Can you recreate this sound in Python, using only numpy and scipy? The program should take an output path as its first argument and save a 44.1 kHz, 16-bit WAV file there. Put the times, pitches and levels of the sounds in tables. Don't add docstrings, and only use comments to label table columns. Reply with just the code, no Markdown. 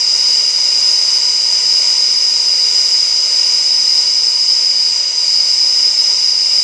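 import sys
import numpy as np
from scipy import signal
from scipy.fft import next_fast_len
from scipy.io import wavfile
from scipy.ndimage import uniform_filter1d

SR = 44100
rng = np.random.default_rng(int(sys.argv[2]) if len(sys.argv) > 2 else 0)


def decibels_to_gain(level_db):
    exponent = np.asarray(level_db, float) / 20
    return 10 ** exponent


def put_to_file(sound):
    columns = np.atleast_2d(sound).T
    safe = np.clip(columns, -1, 1)
    whole_steps = np.round(safe * 32767)
    wavfile.write(sys.argv[1], SR, whole_steps.astype(np.int16))


N = 292383
FRAME = 2048


def walk(rows, count, hold):
    steps = rng.standard_normal((rows, count // hold + 1))
    steps = np.repeat(steps, hold, axis=1)[:, :count]
    steps = uniform_filter1d(steps, hold, axis=1)
    steps = uniform_filter1d(steps, hold, axis=1)
    return steps / steps.std()


def band(x, lo_hz, hi_hz):
    return signal.sosfiltfilt(signal.butter(4, [lo_hz, hi_hz], "band", fs=SR, output="sos"), x)


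def sag(s):
    # starts_s, lowest_from_s, lowest_to_s, recovered_s, depth_db
    falter = (4.9, 5.04, 5.15, 5.22, -6.5)
    return falter[-1] * np.interp(s, np.sort(falter[:-1]), [0, 1, 1, 0])


def echoes_and_rings(hz):
    # centre_hz, width_hz, height_db
    bells = [(457, 37, 4.5), (580, 194, 5), (746, 71, -9), (948, 132, 9), (1400, 140, 3), (1602, 64, -3),
             (1703, 78, -9), (2280, 600, 7.5), (2654, 213, -6), (2862, 337, 11), (3525, 250, -3.5),
             (3870, 730, 7.5), (4250, 60, -6), (4240, 75, 1), (4881.4, 400, 18.5), (5118, 217, 10),
             (5490, 133, -14), (5944, 510, 10), (6360, 60, -5), (6560, 81, 6), (6467, 270, 6),
             (7090, 410, 5.5), (7490, 290, 11), (9270, 800, 4), (9420, 350, -7.5), (9820, 250, 6),
             (10050, 240, -7), (10720, 650, 12.5), (11230, 370, -20), (11660, 480, 7)]
    return sum(db * np.exp(-np.log(16) * ((hz - f) / width) ** 2) for f, width, db in bells)


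def torch(lick_db=0.43, flicker_db=0.18, ring_flicker_db=0.5, jet_flicker_db=1.0):
    # pitch_hz, level_db (per Hz)
    flame_colour = [(20, -36.5), (200, -38), (400, -32.5), (1200, -32), (2000, -34), (3500, -32.5),
                    (4400, -35), (5500, -21), (6800, -31), (8200, -32.5), (9200, -40.5), (10300, -50),
                    (11200, -48), (12300, -62)]
    borders_hz = [1700, 4330, 5520]
    # time_s, flow_db
    gas_flow = [(0.0, 0.5), (1.1, 1.14), (1.4, 0.9), (2.3, 0.16), (2.9, 0.6), (3.5, -0.3), (4.2, -0.5),
                (4.4, -1.5), (5.1, -1.5), (5.4, -0.84), (6.63, -1.0)]
    # level_db, follow (dB per dB of flow), falter_share
    flame_parts = [
        (-39, 1.12, 0.05),
        (-31.5, 0.82, 0.11),
        (-12.5, 0.13, 0.82),
        (-25, 0.93, 0.089),
    ]
    # time_s, ring_hz
    head_tilt = [(0.0, 4988), (4.6, 5003), (4.75, 4965), (5.4, 4946), (5.5, 5026), (6.0, 5040), (6.3, 4980),
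                 (6.63, 5020)]
    # time_s, half_length_s, boost_db
    ring_swell_s, ring_swell_half_s, ring_swell_db = (5.4, 0.21, 1.3)

    hz, s, z = signal.stft(rng.standard_normal(N), SR, nperseg=FRAME, noverlap=FRAME * 3 // 4)
    part = np.searchsorted(borders_hz, hz)
    ring = part == 2

    stretch = np.repeat(1 + 0.003 * walk(1, len(s), hold=30), len(hz), axis=0)
    lean = head_tilt[0][1] / np.interp(s, *np.transpose(head_tilt))
    stretch[ring] = lean + 0.002 * walk(1, len(s), hold=8)
    colour_hz, colour_db = np.transpose(flame_colour)
    colour = np.interp(np.log(hz + 1), np.log(colour_hz), colour_db)
    gain = decibels_to_gain(colour[:, None] + echoes_and_rings(hz[:, None] * stretch))

    patches = walk(len(hz) // 32 + 1, len(s), hold=2)[np.arange(len(hz)) // 32]
    patches = uniform_filter1d(patches, size=16, axis=0)
    depth_db = np.array([flicker_db, flicker_db, ring_flicker_db, jet_flicker_db])[part, None]
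    gain = gain * decibels_to_gain(lick_db * walk(1, len(s), hold=10) + depth_db * patches)

    flow_db = np.interp(s, *np.transpose(gas_flow))
    levels = []
    for k, (db, follow, falter_share) in enumerate(flame_parts):
        loudness = np.sqrt(np.sum(gain[part == k] ** 2) / gain.size)
        levels.append(decibels_to_gain(db + follow * flow_db + falter_share * sag(s)) / loudness)
    levels = np.array(levels)
    surge_db = 0.5 * walk(1, len(s), hold=3)[0]
    levels[2] *= decibels_to_gain(surge_db + ring_swell_db * np.exp(-((s - ring_swell_s) / ring_swell_half_s) ** 2))
    gain *= uniform_filter1d(levels[part], size=8, axis=0)

    gain *= decibels_to_gain(np.outer(np.clip((hz - 8200) / 1800, 0, 1), sag(s)))
    return signal.istft(z * gain, SR, nperseg=FRAME, noverlap=FRAME * 3 // 4)[1][:N]


def scene():
    return np.tile(torch(), (2, 1))


def limit(x, top_db=-9, squeeze=0.48, react_s=0.0017, from_hz=4300):
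    treble = band(x, from_hz, 8600)
    swell = np.abs(signal.hilbert(treble, next_fast_len(N))[:N])
    swell = uniform_filter1d(swell, max(int(react_s * SR), 1))
    gain = decibels_to_gain(2.0) * (1 + (swell / decibels_to_gain(top_db)) ** 2) ** (-squeeze / 2)
    gain *= (1 + (gain * swell / .76) ** 8) ** (-1 / 8)
    return x - treble + treble * gain


def lean_spells(s):
    # start_s, length_s
    long_spells = [(0.106, 0.054), (1.414, 0.12), (1.58, 0.143), (2.477, 0.077), (2.736, 0.075),
                   (3.982, 0.237), (4.335, 0.116), (4.645, 0.112), (5.277, 0.132), (5.809, 0.173),
                   (6.098, 0.17), (6.383, 0.106)]
    blinks_per_s, shortest_s, longest_s = 7, 0.012, 0.045
    draw = rng.random((int(blinks_per_s * N / SR), 2))
    starts = (np.arange(len(draw)) + draw[:, 0]) / blinks_per_s
    blinks = zip(starts, shortest_s + (longest_s - shortest_s) * draw[:, 1])
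    spells = [*long_spells, *blinks]
    return sum((s > start - .004) & (s < start + length + .004) for start, length in spells) > 0


def thin_treble(x, starve_db=2.0):
    # from_hz, threshold_db, waver_db
    thresholds = [(1200, -73, 3), (1850, -69, 3), (3100, -68, 3), (3700, -67, 3), (4450, -99, 0),
                  (8300, -80, 2), (9000, -77, 4), (9700, -77, 4), (10350, -74, 3), (11020, -81, 6),
                  (11480, -88, 3), (11950, -84, 6)]
    hz, s, z = signal.stft(x, SR, nperseg=FRAME, noverlap=FRAME * 3 // 4)
    lean = lean_spells(s)
    from_hz, faintest_db, waver_db = np.transpose(thresholds)[:, :, None]
    bar_db = faintest_db + waver_db * walk(len(thresholds), len(s), hold=2) + starve_db * lean + sag(s)
    bar_db = np.vstack([np.full(len(s), -200.), bar_db])[np.searchsorted(from_hz[:, 0], hz)]
    power = uniform_filter1d(np.abs(z) ** 2, size=3, axis=1)
    kept = np.clip((10 * np.log10(power + 1e-20) - bar_db) / 3, 0, 1)
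    kept[hz > 11480] *= ~lean
    return signal.istft(z * kept, SR, nperseg=FRAME, noverlap=FRAME * 3 // 4)[1][:N]


def splits():
    # middle_s, low_hz, high_hz, peak_db
    moments = [
        (2.177, 4650, 6250, -6.5),
        (2.177, 6900, 8260, -29.5),
        (3.568, 6900, 8260, -26.5),
    ]
    out, s = np.zeros(N), np.arange(N) / SR
    for at, lo_hz, hi_hz, db in moments:
        noise = band(rng.standard_normal(N), lo_hz, hi_hz)
        if lo_hz < 5000:
            noise = band(noise, 4200, 5400) + .08 * noise
        noise = noise * np.cos(np.clip((s - at) * SR / FRAME, -.5, .5) * np.pi) ** 1.5
        out += decibels_to_gain(db) * noise / np.abs(noise).max()
    return out


def band_limit(x):
    return signal.sosfilt(signal.butter(12, 12150, fs=SR, output="sos"), x)


def record(dry):
    x = limit(dry[0])
    bend = x ** 2 - np.mean(x ** 2)
    x = thin_treble(x + decibels_to_gain(-29.0) * bend)
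    apart = splits()
    x = x * (1 - 1.3 * uniform_filter1d(np.abs(apart), size=300))
    return band_limit(np.array([x + apart, x - apart]))


dry = scene()
out = record(dry)
put_to_file(out)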